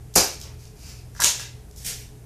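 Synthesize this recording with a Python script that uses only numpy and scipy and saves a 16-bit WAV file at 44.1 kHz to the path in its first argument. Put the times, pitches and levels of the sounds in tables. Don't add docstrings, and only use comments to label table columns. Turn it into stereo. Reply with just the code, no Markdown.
import sys
import numpy as np
from scipy import signal
from scipy.fft import rfft, irfft
from scipy.io import wavfile

SR = 44100
rng = np.random.default_rng(int(sys.argv[2]) if len(sys.argv) > 2 else 0)


def waveform_to_disk(signal):
    frames = np.transpose(np.atleast_2d(signal))
    scaled = np.clip(frames, -1, 1) * 32767
    samples = np.round(scaled).astype(np.int16)
    wavfile.write(sys.argv[1], SR, samples)


N = 99225
T = np.arange(N) / SR
CUTOFF_HZ = 14300
ROOM_SAMPLES = 32768
FILTER_SAMPLES = BURST_SAMPLES = 8192
CONTACT_RISE_S = 0.0005



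def from_db(db):
    return 10 ** (np.asarray(db) / 20)


def at_hz(points, hz):
    point_hz, value = np.transpose(points)
    return np.interp(np.log(hz), np.log(point_hz), value)


def colour(x, points, tilt_db=0, keep_power=True):
    half = FILTER_SAMPLES // 2
    hz = np.maximum(np.arange(half + 1) * SR / FILTER_SAMPLES, 1)
    tilt = tilt_db * np.log2(np.clip(hz, 1000, CUTOFF_HZ))
    gain = from_db(at_hz(points, hz) + tilt)
    if keep_power:
        gain = gain / np.sqrt(np.mean(gain ** 2 * (hz < CUTOFF_HZ)))
    cepstrum = irfft(np.log(gain))
    cepstrum[1:half] *= 2
    cepstrum[half + 1:] = 0
    response = irfft(np.exp(rfft(cepstrum)))
    return signal.oaconvolve(x, response)[:len(x)]


def at_level(x, db):
    return from_db(db) * x * np.sqrt(SR / 1000 / (np.sum(x ** 2) + 1e-20))


def decay(start_s, t60_s):
    return (T >= start_s) * from_db(-60 * np.clip((T - start_s) / t60_s, 0, 4))


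def burst(start_s, db, t60_s):
    shape = decay(0, t60_s)[:BURST_SAMPLES] * (1 - np.exp(-T[:BURST_SAMPLES] / CONTACT_RISE_S))
    x = rng.standard_normal(BURST_SAMPLES) * shape
    for _ in range(2):
        x = irfft(np.exp(1j * np.angle(rfft(x)))) * shape ** .2
    return at_level(np.pad(x, (int(start_s * SR), N))[:N], db)


def ring(start_s, hz, t60_s):
    return decay(start_s, t60_s) * np.sin(2 * np.pi * hz * (T - start_s))


SHOT_S = .1605
RUSH_S, RUSH_DB, RUSH_RISE_DB = 0.0061, -6, 12.5
CRACK_DB, CRACK_T60_S, CRACK_ROOM_DB = -4.5, 0.15, -2.5
PUFF_DB, PUFF_T60_S, PUFF_ROOM_DB = -7.5, 0.033, 3
BUZZ_DB, BUZZ_T60_S, BUZZ_ROOM_DB = -7, 0.14, 6
SPRING_ROOM_DB = -17.5
# frequency in Hz, level in dB.
CRACK_SPECTRUM = [(500, -19), (2500, -4), (3700, -14.5), (4900, 3), (7000, 5.5), (9000, 5.5), (11500, 2.5),
                  (13000, 3), (14200, -7)]
# frequency in Hz, level in dB.
PUFF_SPECTRUM = [(45, -3), (75, 8), (110, -18.5), (160, 5.5), (200, -1.5), (290, 4), (480, 1), (800, 1.5),
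                 (950, -5), (1650, -6), (1900, -13), (3000, -22.5)]
# frequency in Hz, level in dB.
BUZZ_SPECTRUM = [(1000, -42), (2400, -14), (3300, -18), (4400, -9.5), (5000, -6), (5900, -3.5), (7300, -9),
                 (8400, -20), (11000, -54), (14200, -39)]
# frequency in Hz, initial amplitude in dB, T60 in seconds.
SPRING_MODES = [(2326, -32, 0.47), (4900, -18, 0.29), (6242, -53, 0.25)]


def shot():
    run = (T - SHOT_S) / RUSH_S
    swell = (run > -1) * (run < 0) * from_db(RUSH_RISE_DB * np.clip(run, -1, 0))
    rush = at_level(rng.standard_normal(N) * swell, RUSH_DB)
    crack = colour(rush + burst(SHOT_S, CRACK_DB, CRACK_T60_S), CRACK_SPECTRUM)
    puff = at_level(colour(burst(SHOT_S, PUFF_DB, PUFF_T60_S), PUFF_SPECTRUM), PUFF_DB)
    buzz = colour(burst(SHOT_S, BUZZ_DB, BUZZ_T60_S), BUZZ_SPECTRUM)
    spring = sum(from_db(db) * ring(SHOT_S, hz, t60_s) for hz, db, t60_s in SPRING_MODES)
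    blows = in_room(crack, CRACK_ROOM_DB) + in_room(puff, PUFF_ROOM_DB)
    return blows + in_room(buzz, BUZZ_ROOM_DB) + in_room(spring, SPRING_ROOM_DB)


PING_HZ, PING_SPLIT_HZ, PING_TWIN_DB = 13065, 21, 0
PING_RISE_S, PING_T60_S, PING_ROOM_DB = 0.005, 0.21, -9
# start in seconds, mode amplitude in dB before rise and decay.
PINGS = [(.237, -33.5), (.402, -62)]


def pings():
    out = 0
    for start_s, db in PINGS:
        upper = ring(start_s, PING_HZ, PING_T60_S)
        lower = from_db(PING_TWIN_DB) * ring(start_s, PING_HZ - PING_SPLIT_HZ, PING_T60_S)
        rise = np.clip((T - start_s) / PING_RISE_S, 0, 1)
        out = out + in_room(from_db(db) * (upper + lower) * rise, PING_ROOM_DB)
    return out


CLICK_ROOM_TILT_DB = -0.5
# start in seconds, level in dB, T60 in seconds,
# tilt in dB per octave, room in dB before the room tilt.
CLICKS = [(0.1394, -32, 0.025, 6, 12.5), (0.401, -35.5, 0.0046, 7, 9.5), (0.4136, -30.5, 0.016, 1.5, 8),
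          (0.653, -43, 0.027, 2, 7.5), (0.9056, -45, 0.0091, -5, 2), (1.150, -45, 0.0092, 7.5, -1),
          (1.163, -45.5, 0.018, 1, 18), (1.202, -14.5, 0.028, 8.5, 8.5), (1.2196, -13.5, 0.041, -0.5, 10),
          (1.244, -15.5, 0.02, -3, 12.5), (1.396, -27, 0.023, -1, 10), (1.7112, -44.5, 0.0085, 5, 5),
          (1.761, -38.5, 0.018, 9.5, 15), (1.773, -40, 0.013, 19, -13), (1.991, -36, 0.018, 24, 4)]
# frequency in Hz, level in dB.
CLICK_SPECTRUM = [(600, -16.5), (2000, -10.5), (2800, -2.5), (3800, 3), (4500, 1.5), (5500, 8), (6400, 4),
                  (7200, 3.5), (8300, -3.5), (10500, -8), (14200, -10.5)]


def clicks():
    out = 0
    for start_s, db, t60_s, tilt_db, room_db in CLICKS:
        snap = at_level(colour(burst(start_s, db, t60_s), CLICK_SPECTRUM, tilt_db), db)
        out = out + in_room(snap, room_db, CLICK_ROOM_TILT_DB)
    return out


LATCH_T60_S, LATCH_ROOM_DB = 0.0048, 0
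# start in seconds, level in dB.
LATCH_SNAPS = [(1.238, -10), (1.2434, -8.5), (1.2449, -5)]
# frequency in Hz, level in dB.
LATCH_SPECTRUM = [(1000, -21.5), (2200, -11), (2800, -7.5), (3800, -5.5), (5200, -7.5), (6300, 6),
                  (7200, 6.5), (7800, -2.5), (8600, -2.5), (9600, -5.5), (14200, -18.5)]


def latch():
    out = 0
    for start_s, db in LATCH_SNAPS:
        snap = at_level(colour(burst(start_s, db, LATCH_T60_S), LATCH_SPECTRUM), db)
        out = out + in_room(snap, LATCH_ROOM_DB)
    return out


KNOCK_WIDTH_OCT = 0.64
# start in seconds, level in dB, favoured pitch in Hz, room in dB.
KNOCKS = [(1.150, -41.5, 1590, -5), (1.163, -38.5, 1460, 2), (1.194, -29, 1640, 1),
          (1.1990, -19, 1034, 2.5), (1.219, -17, 1710, -10), (1.244, -29.5, 533, 2),
          (1.3963, -29.5, 1600, -4)]
# frequency in Hz, relative amplitude in dB, T60 in seconds.
FRAME_MODES = [(189, -21, 0.035), (380, -13, 0.073), (592, -7, 0.033), (961, -0.5, 0.038),
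               (1174, -6, 0.034), (1366, -4, 0.038), (1652, 1.5, 0.044), (2040, -0.5, .018)]


def knocks():
    out = 0
    for start_s, db, centre_hz, room_db in KNOCKS:
        modes = 0
        for k, (hz, mode_db, t60_s) in enumerate(FRAME_MODES):
            favour = 1 / (1 + (np.log2(hz / centre_hz) / KNOCK_WIDTH_OCT) ** 2)
            modes = modes + (-1) ** k * from_db(mode_db) * favour * ring(start_s, hz, t60_s)
        out = out + in_room(at_level(modes, db), room_db)
    return out


STROKE_RELEASE_S, GRAIN_SPREAD_DB = 0.031, 1.6
CATCHES_PER_S, CATCH_DB = 120, 3.5


def friction(strokes, spectrum, grains_per_s, attack_s, room_db):
    out = 0
    for start_s, length_s, db, tilt_db in strokes:
        sign = (rng.random(N) < grains_per_s / SR) * rng.choice([-1, 1], N)
        size = from_db(GRAIN_SPREAD_DB * np.minimum(rng.exponential(1, N), 4))
        attack = np.clip((T - start_s) / attack_s, 0, 1)
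        release = np.clip((start_s + length_s - T) / STROKE_RELEASE_S + .5, 0, 1)
        catch_db = CATCH_DB * np.interp(T * CATCHES_PER_S, np.arange(N), rng.standard_normal(N))
        slips = sign * size * from_db(catch_db)
        stroke = colour(attack * release * slips / slips.std(), spectrum, tilt_db)
        out = out + in_room(from_db(db) * stroke, room_db)
    return out


SLIDE_GRAINS_PER_S, SLIDE_ROOM_DB, SLIDE_ATTACK_S = 4000, 3, 0.0042
# start in seconds, length in seconds,
# rms level in dB before the attack and release, tilt in dB per octave.
SLIDE_STROKES = [(1.205, 0.052, -25.5, 0), (1.35, 0.075, -43.5, -4), (1.775, 0.18, -51, -0.5),
                 (1.844, 0.038, -36, 0), (1.868, 0.053, -36.5, -1.5), (1.985, 0.033, -43, -1.5)]
# frequency in Hz, level in dB.
SLIDE_SPECTRUM = [(100, -1.5), (180, -1), (260, -15.5), (500, -10.5), (1100, -18), (1900, -5.5),
                  (2600, -5.5), (4500, -2.5), (6200, 3.5), (8000, 1), (10500, -3), (14200, -6)]


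def slide():
    return friction(SLIDE_STROKES, SLIDE_SPECTRUM, SLIDE_GRAINS_PER_S, SLIDE_ATTACK_S, SLIDE_ROOM_DB)


RUB_GRAINS_PER_S, RUB_ROOM_DB, RUB_ATTACK_S = 1700, 1.5, 0.04
# start in seconds, length in seconds,
# rms level in dB before the attack and release, tilt in dB per octave.
RUB_STROKES = [(.42, 0.075, -54, -5), (.575, 0.071, -54, 4), (.748, 0.18, -52.5, 3.5),
               (.83, 0.084, -48, 2.5), (.915, 0.076, -55, 2.5), (1.125, 0.12, -53, 5)]
# frequency in Hz, level in dB.
RUB_SPECTRUM = [(800, -4), (1900, -5), (2500, 2), (3400, -8.5), (4200, -2.5), (4950, 2.5), (5800, -0.5),
                (7300, -3.5), (8200, -11), (9600, -9), (10500, -13.5), (14200, -16)]


def grip():
    return friction(RUB_STROKES, RUB_SPECTRUM, RUB_GRAINS_PER_S, RUB_ATTACK_S, RUB_ROOM_DB)


ROOM_BUILD_S, ECHOES_PER_S, EARLY_S = 0.0077, 1500, 0.011
# band centre in Hz, T60 in seconds.
ROOM_T60 = [(150, 0.18), (500, 0.37), (1200, 0.37), (2800, 0.43), (6000, 0.34), (9000, 0.3), (14000, 0.28)]


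def room_response():
    t, shape = T[:ROOM_SAMPLES], (2, ROOM_SAMPLES)
    hz = np.maximum(np.arange(ROOM_SAMPLES // 2 + 1) * SR / ROOM_SAMPLES, 1)
    echoes = (rng.random(shape) < ECHOES_PER_S / SR) * np.sqrt(SR / ECHOES_PER_S)
    early = np.exp(-t / EARLY_S)
    wash = rfft(np.sqrt(early * echoes ** 2 + 1 - early) * rng.standard_normal(shape))
    out = 0
    for k, (_, t60_s) in enumerate(ROOM_T60):
        band = at_hz([(centre_hz, j == k) for j, (centre_hz, _) in enumerate(ROOM_T60)], hz)
        out = out + irfft(wash * band) * from_db(-60 * t / t60_s)
    out = out * (1 - np.exp(-t / ROOM_BUILD_S))
    return out / np.sqrt(np.sum(out ** 2, axis=1, keepdims=True))


def in_room(x, room_db, tilt_db=0):
    start = np.argmax(np.abs(x) > 1e-6 * np.abs(x).max())
    sent = x[start:start + ROOM_SAMPLES]
    if tilt_db:
        offset_db = -tilt_db * np.log2(6)
        sent = colour(sent, [(CUTOFF_HZ, offset_db)], tilt_db, keep_power=False)
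    wet = from_db(room_db) * signal.fftconvolve(sent[None], room_response(), axes=1)
    return np.vstack([x, np.pad(wet, ((0, 0), (start, N)))[:, :N]])


THROB_HZ, THROB_DB = 120, -48
BEAT_S, BEAT_DIP_S, BEAT_DEPTH = 0.4665, 0.34, 0.59
WHIRR_HZ, WHIRR_WIDTH_HZ, WHIRR_DB = 422, 11, -59.5
# frequency in Hz, rms level in dB before the waver, waver depth from 0 to 1.
HUM_LINES = [(57.6, -49, .3), (80.2, -54.5, 0.92), (164, -65.5, 0.1), (213.3, -65, 0)]


def hum():
    knots_s = np.linspace(0, T[-1], num=20)
    beat = 1 - BEAT_DEPTH * np.cos(2 * np.pi * (T - BEAT_DIP_S) / BEAT_S)
    throb = np.sin(2 * np.pi * (THROB_HZ * T + rng.random()))
    out = from_db(THROB_DB) * np.sqrt(2) * beat * throb
    for hz, db, depth in HUM_LINES:
        drift = rng.standard_normal((len(knots_s), 2)) @ [1, 1j]
        waver = 1 + depth * np.interp(T, knots_s, drift)
        line = np.real(waver * np.exp(2j * np.pi * (hz * T + rng.random())))
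        out = out + from_db(db) * np.sqrt(2) * line
    resonance = signal.iirpeak(WHIRR_HZ, WHIRR_HZ / WHIRR_WIDTH_HZ, fs=SR)
    whirr = signal.lfilter(*resonance, rng.standard_normal(N + SR))[SR:]
    return out + from_db(WHIRR_DB) * whirr / whirr.std()


AIR_DB = -46
# frequency in Hz, level in dB.
AIR_SPECTRUM = [(20, -7.5), (35, 4), (55, 4), (100, 1), (150, 2), (200, -10), (300, -11), (430, -15.5),
                (550, -19), (750, -18.5), (1100, -26.5), (2000, -28), (4000, -32), (7000, -29),
                (11500, -30), (14200, -35)]


def air():
    return from_db(AIR_DB) * colour(rng.standard_normal(N + SR), AIR_SPECTRUM)[SR:]


AIR_SIDE_DB = -1
# frequency in Hz, gain of the side signal in dB.
WIDTH = [(3200, -66), (4600, -30.5), (6200, -12), (8000, -2.5), (14000, -4)]


def scene():
    pistol = shot() + pings() + clicks() + latch() + knocks() + slide() + grip()
    direct, room_mid, room_side = pistol
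    mid = direct + room_mid + hum() + air()
    side = colour(room_side + from_db(AIR_SIDE_DB) * air(), WIDTH, keep_power=False)
    return np.array([mid + side, mid - side])


OVERLOAD = .78


def record(dry):
    clipped = np.clip(dry, -OVERLOAD, OVERLOAD)
    low_pass = signal.ellip(12, .1, 80, CUTOFF_HZ, fs=SR, output="sos")
    return signal.sosfilt(low_pass, clipped)


dry = scene()
out = record(dry)
waveform_to_disk(out)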